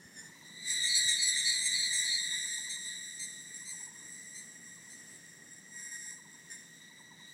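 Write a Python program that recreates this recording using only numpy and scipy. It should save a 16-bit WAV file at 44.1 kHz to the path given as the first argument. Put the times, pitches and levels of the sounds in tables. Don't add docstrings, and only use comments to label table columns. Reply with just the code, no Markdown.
import sys
import numpy as np
from scipy import signal
from scipy.fft import rfft, irfft, next_fast_len
from scipy.io import wavfile
from scipy.ndimage import uniform_filter1d

SR = 44100
rng = np.random.default_rng(int(sys.argv[2]) if len(sys.argv) > 2 else 0)


def log_audio(samples):
    frames = np.atleast_2d(samples).T
    limited = np.clip(frames, -1, 1)
    pcm = np.round(limited * 32767).astype(np.int16)
    wavfile.write(sys.argv[1], SR, pcm)


def gain_from_decibels(decibels):
    exponent = np.asarray(decibels, float) / 20
    return 10 ** exponent


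N = 323253

# frequency_hz, density_db [dB per Hz]
CLICK_SPECTRUM = [(1200, -20), (3000, -9.5), (4800, 3), (6500, 4.5), (9000, 1), (10500, -8.5), (12000, -7),
                  (16000, -10.5)]


def unit(x):
    return x / np.sqrt(np.mean(np.abs(x) ** 2) + 1e-20)


def curves(rows):
    s, *cols = np.transpose(rows)
    return [np.interp(np.arange(N) / SR, s, c) for c in cols]


def wobble(rate, size=N):
    knots = rng.standard_normal(int(size * rate / SR) + 4)
    return np.interp(np.arange(size) * rate / SR, np.arange(len(knots)), knots)


def coloured(spectrum):
    m = next_fast_len(N)
    hz, db = np.transpose(spectrum)
    log_hz = np.log(np.fft.rfftfreq(m, 1 / SR) + 1)
    gain = gain_from_decibels(np.interp(log_hz, np.log(hz), db))
    return unit(irfft(rfft(rng.standard_normal(m)) * gain, m)[:N])


def trees(x, t60):
    t = np.arange(SR // 3) / SR
    tail = rng.standard_normal(len(t)) * gain_from_decibels(-60 * t / t60)
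    tail = (tail / np.linalg.norm(tail)).astype(x.dtype)
    return signal.oaconvolve(x, tail[None], axes=1)[:, :N]


def song(pitch_hz, up, down, jitter, count, ribs=7.4):
    phase = 2 * np.pi * np.cumsum(pitch_hz) / SR + rng.uniform(0, 99.43)
    slow = 2 * np.pi * np.cumsum(pitch_hz / ribs) / SR
    beat = np.exp(1j * slow)
    throb = 1 + up * beat + down / beat + 0.03 * beat ** 2 + 0.13 * np.cos(slow / 2)
    turn = np.exp(1j * (phase + jitter * wobble(500, len(phase)))).astype(np.complex64)
    harmonics = np.cumprod(np.tile(turn, (count, 1)), axis=0)
    lag = np.exp(2j * np.pi * rng.random((count, 1))).astype(np.complex64)
    return (throb.astype(np.complex64) * lag * harmonics).real


def air():
    # frequency_hz, density_db [dB per Hz]
    rumble_spectrum = [(12, -54), (20, -34), (32, -46), (54, -36), (88, -13.5), (124, -10), (169, 0),
                       (586, -17.5), (938, -20.5), (1100, -20.5), (1500, -22.5), (1950, -8), (3300, -120)]
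    # frequency_hz, density_db [dB per Hz]
    hiss_spectrum = [(1200, -14), (3000, -4.5), (4800, -5.5), (6500, -3), (9000, -3), (10500, -9),
                     (12000, -9), (16000, -3.5)]
    settled_db, start_excess_db, settling_s = -63.5, 3.5, 4.1
    rumble_db = settled_db + start_excess_db * np.exp(-np.arange(N) / SR / settling_s)
    rumble = gain_from_decibels(rumble_db + 1.26 * wobble(7.4)) * coloured(rumble_spectrum)
    return rumble + gain_from_decibels(-63.5 + 1.7 * wobble(4.9)) * coloured(hiss_spectrum)


def bumps():
    # start_s, peak_db, pitch_hz
    touches = [
        (0.049, -55, 110),
        (0.799, -61, 110),
        (1.054, -50.5, 113),
    ]
    out, t = np.zeros(N + SR), np.arange(SR // 10) / SR
    pulse = np.sin(np.pi * np.clip(t / 0.021, 0, 1))
    for s, db, hz in touches:
        out[round(s * SR):][:len(t)] += gain_from_decibels(db) * pulse * np.sin(2 * np.pi * hz * t)
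    return out[:N]


def bird():
    # first_s, last_s, whoop_count, first_db, last_db
    whoop_runs = [(.225, .416, 4, -58, -57), (.496, .72, 2, -60, -61), (1.433, 1.66, 5, -65, -61),
                  (1.75, 1.83, 2, -61, -61), (1.917, 2.045, 3, -60, -54), (2.11, 2.212, 2, -63, -59),
                  (2.326, 2.578, 3, -56, -56), (2.674, 2.951, 4, -55, -67), (3.615, 3.73, 3, -61, -55),
                  (3.802, 3.868, 2, -54, -56), (3.912, 4.006, 3, -59, -61), (4.673, 4.862, 3, -65, -61),
                  (5.688, 5.915, 5, -63, -61), (6.05, 6.251, 4, -57, -55), (6.342, 6.449, 2, -57.5, -57.5),
                  (6.525, 6.64, 2, -63, -65), (6.802, 6.898, 2, -65, -60), (6.994, 7.11, 2, -56, -55),
                  (7.201, 7.285, 2, -54, -65)]
    top_hz, scatter_hz, whoop_s = 1200, 35, 0.034
    usual_fall_hz, further_hz_per_db, soft_db = 350, 9, -60
    out, t = np.zeros(N + SR), np.arange(SR // 12) / SR
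    progress = np.clip(t / whoop_s, 0, 1)
    for first, last, count, first_db, last_db in whoop_runs:
        for s, db in np.linspace([first, first_db], [last, last_db], round(count)):
            fall_hz = usual_fall_hz + further_hz_per_db * (db - soft_db)
            pitch_hz = top_hz + rng.normal(0, scatter_hz) - fall_hz * progress ** 0.7
            shape = np.sin(np.pi * progress) * gain_from_decibels(3.5 * wobble(150, len(t)))
            tone = np.sin(2 * np.pi * np.cumsum(pitch_hz) / SR)
            out[round((s - 0.008) * SR):][:len(t)] += gain_from_decibels(db - 3.8) * shape * tone
    return out[:N]


def chorus():
    # time_s, pitch_hz
    chorus_pitch = [(0, 1820), (.18, 1840), (.28, 1940), (.65, 1965), (1.2, 1945), (3, 1918), (5, 1900),
                    (6.3, 1885), (7.33, 1935)]
    # time_s, level_db
    mellow_effort = [(0, -78), (.39, -60.5), (.61, -48.5), (.74, -35), (.9, -30.5), (1.28, -35),
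                     (1.45, -35.5), (2.1, -36.5), (2.2, -38), (2.9, -45.5), (3.1, -50.5), (3.9, -64),
                     (5.6, -72.5), (6.5, -66.5), (7.33, -57.5)]
    # time_s, level_db
    shrill_effort = [(0, -73), (.16, -61), (.39, -77), (.6, -53), (.72, -36.5), (1.5, -38.5), (2.1, -39.5),
                     (2.9, -47), (3.9, -51), (4.7, -54.5), (5.68, -61), (5.8, -49.5), (6.1, -50.5),
                     (6.25, -61.5), (6.6, -60), (7.2, -70), (7.33, -60)]
    mellow_harmonics = [-5, -1, -28.5, -20.5, -41, -32, -48, -46]
    shrill_harmonics = [-5.5, -18.5, -8.5, -0.5, -10, -23, -34, -30]
    far_harmonics = [-59, -84.5, -66.5, -78, -106, -104, -100, -100]

    rows = 0
    middle_hz = curves(chorus_pitch)[0]
    for spread in np.linspace(-1, 1, num=8):
        pitch_hz = middle_hz + 68 * spread + 30 * wobble(6) + 14 * wobble(45)
        rasp = 1 + 0.4 * wobble(260) + 0.42 * wobble(600)
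        ribs = rng.uniform(6, 10) + wobble(4)
        voice = song(pitch_hz, 0.12, 0.1, jitter=0.18, count=8, ribs=ribs)
        loudness = gain_from_decibels(2.4 * wobble(9) - 8 * spread ** 2)
        rows = rows + (loudness * rasp).astype(np.float32) * voice
    rows = trees(rows, t60=0.33) + 0.31 * rows
    slow = np.sqrt(np.abs(uniform_filter1d(rows ** 2, SR // 8, axis=1)))

    mellow = gain_from_decibels(curves(mellow_effort)[0] + 2.4 * wobble(11))
    shrill = gain_from_decibels(curves(shrill_effort)[0] + 2.5 * wobble(10))
    far = gain_from_decibels(0.5 * wobble(7))
    crowds = [(mellow_harmonics, mellow), (shrill_harmonics, shrill), (far_harmonics, far)]
    levels = np.sqrt(sum(np.outer(gain_from_decibels(np.array(db)), effort) ** 2 for db, effort in crowds))
    rustle = levels[3] * gain_from_decibels(-16.5 + 2.2 * wobble(10)) * coloured(CLICK_SPECTRUM)
    body = signal.butter(3, 1663, "highpass", fs=SR, output="sos")
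    return signal.sosfilt(body, np.sum(levels * rows / slow, axis=0)) + rustle


def soloists():
    # harmonics 1 to 8 level_db, upper_throb_share, lower_throb_share, jitter_rad, rise_s
    mellow_voice = [-18.5, -3, -21.5, -22.5, -28, -43, -50, -44], 0.35, 0.05, .09, .04
    shrill_voice = [-12.5, -22, -13.5, -0.5, -9.5, -29, -31, -39], 0.14, 0.15, 0.12, 0.022
    drone_voice = [0, -13, -4, 1, -7, -18, -26, -23], .2, .18, .2, .015
    chirp_voice = [-11, -15, -7, -1, -11, -24, -36, -38], .2, .12, .1, .015
    hoarse_voice = [-9, -8, -3, -2, -8, -20, -32, -30], .2, .2, .3, .012
    # start_s, length_s, pitch_hz at the start, level_db
    mellow_notes = [
        (.87, 0.14, 2161, -30.5),
        (1.155, 0.14, 2165, -32),
        (1.44, 0.13, 2160, -31),
        (1.715, 0.16, 2146, -32),
        (2.034, 0.15, 2137, -32.5),
        (.79, 0.079, 1914, -30),
        (1.04, 0.12, 1935, -32),
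    ]
    # start_s, length_s, pitch_hz at the start, level_db
    shrill_notes = [(.67, 0.063, 1932, -37.5), (.94, 0.057, 1928, -30.5), (1.12, 0.032, 1940, -44),
                    (1.21, 0.098, 1945, -32.5), (1.45, 0.05, 1923, -36.5), (1.56, 0.071, 2020, -42),
                    (1.65, 0.095, 1903, -44), (1.78, 0.027, 1937, -38), (2.21, 0.065, 1990, -49),
                    (2.52, 0.057, 2004, -47), (2.84, 0.05, 1990, -45), (3.21, 0.051, 2002, -45),
                    (3.53, 0.046, 1898, -44), (3.69, 0.059, 1940, -45.5), (3.8, 0.069, 1930, -48.5),
                    (4.07, .08, 2005, -56), (5.08, .08, 2000, -58), (5.13, 0.048, 1912, -56),
                    (5.48, 0.11, 1905, -58), (6.31, 0.042, 1910, -60), (6.95, 0.07, 2009, -65)]
    # start_s, length_s, pitch_hz at the start, level_db
    drone_notes = [
        (.155, .055, 1780, -51),
        (.22, .06, 1790, -62),
        (5.72, 0.28, 1907, -53.5),
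        (5.92, .22, 1895, -55.5),
        (6.495, 0.057, 1852, -49),
    ]
    # start_s, length_s, pitch_hz at the start, level_db
    hoarse_notes = [
        (0.439, .05, 1880, -63.5),
    ]
    # start_s, level_db
    chirp_times = [
        (.825, -38),
        (1.075, -38.5),
        (1.35, -38),
        (1.615, -34),
        (1.92, -37),
        (2.69, -43),
        (3.19, -45.5),
        (3.65, -46),
        (4.34, -50),
        (4.89, -58),
    ]
    chirp_s, chirp_hz, chirp_top_s, tiring_hz_per_s = 0.058, 2156, 1.1, 34
    hoarse_after_s = 2.5

    out = np.zeros(N + SR)
    rustle = gain_from_decibels(-22) * coloured(CLICK_SPECTRUM)
    chirps = [(s, chirp_s, chirp_hz - tiring_hz_per_s * abs(s - chirp_top_s), db) for s, db in chirp_times]
    clear = [c for c in chirps if c[0] < hoarse_after_s]
    hoarse = [c for c in chirps if c[0] >= hoarse_after_s]
    # voice, sag of the pitch [Hz per s], notes
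    singers = [(mellow_voice, 330, mellow_notes), (shrill_voice, 30, shrill_notes),
               (chirp_voice, 0, clear), (hoarse_voice, 0, hoarse + list(hoarse_notes)),
               (drone_voice, 60, drone_notes)]
    t = np.arange(SR // 4) / SR
    for (voice_db, up, down, jitter, rise), sag, notes in singers:
        for s, length, start_hz, db in notes:
            start = round(s * SR)
            pitch_hz = start_hz - sag * t + 7 * wobble(64.4, len(t))
            edge = np.clip(np.minimum(t / rise, (length + 0.02 - t) / 0.032), 0, 1)
            tone = gain_from_decibels(np.array(voice_db)) @ song(pitch_hz, up, down, jitter, count=8)
            tone = tone + gain_from_decibels(voice_db[3]) * rustle[start:][:len(t)]
            loudness = gain_from_decibels(db + 3.5 + 2.5 * wobble(45, len(t)))
            rasp = 1 + 0.22 * wobble(500, len(t))
            out[start:][:len(t)] += loudness * edge * rasp * tone
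    return out[:N]


def scene():
    near = soloists()[None]
    far = bird()[None]
    echo = gain_from_decibels(-7.5) * trees(near, t60=0.51)
    far_echo = gain_from_decibels(-8) * trees(far, t60=0.5)
    return near + echo + far + far_echo + chorus() + air() + bumps()


def masked(x):
    # frequency_hz, margin_db relative to the neighbourhood
    threshold = [(600, -38), (3500, -32), (4700, -20), (7000, -14), (9000, -11), (10400, -6), (12500, -.5),
                 (14500, 1.5), (15500, .5)]
    frame = dict(window="cosine", nperseg=2048, noverlap=1024)
    lead = 189
    hz, _, z = signal.stft(np.pad(x, [(0, 0), (lead, 0)]), SR, **frame)
    power = np.abs(z) ** 2
    narrow = uniform_filter1d(uniform_filter1d(power, size=7, axis=1), size=2, axis=2)
    wide = uniform_filter1d(power, size=70, axis=1)
    margin = gain_from_decibels(2 * np.interp(hz, *np.transpose(threshold)))[:, None]
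    luck = uniform_filter1d(rng.standard_normal(z.shape), size=9, axis=1)
    margin = margin * gain_from_decibels(5 * unit(luck))
    kept = 1 / (1 + (margin * wide / (np.abs(narrow) + 1e-30)) ** 20)
    return signal.istft(z * kept, SR, **frame)[1][:, lead:lead + N]


def top_cut(x):
    return signal.sosfilt(signal.butter(12, 15640, fs=SR, output="sos"), x)


def record(dry):
    mix = masked(dry)
    return top_cut(mix)


dry = scene()
out = record(dry)
log_audio(out)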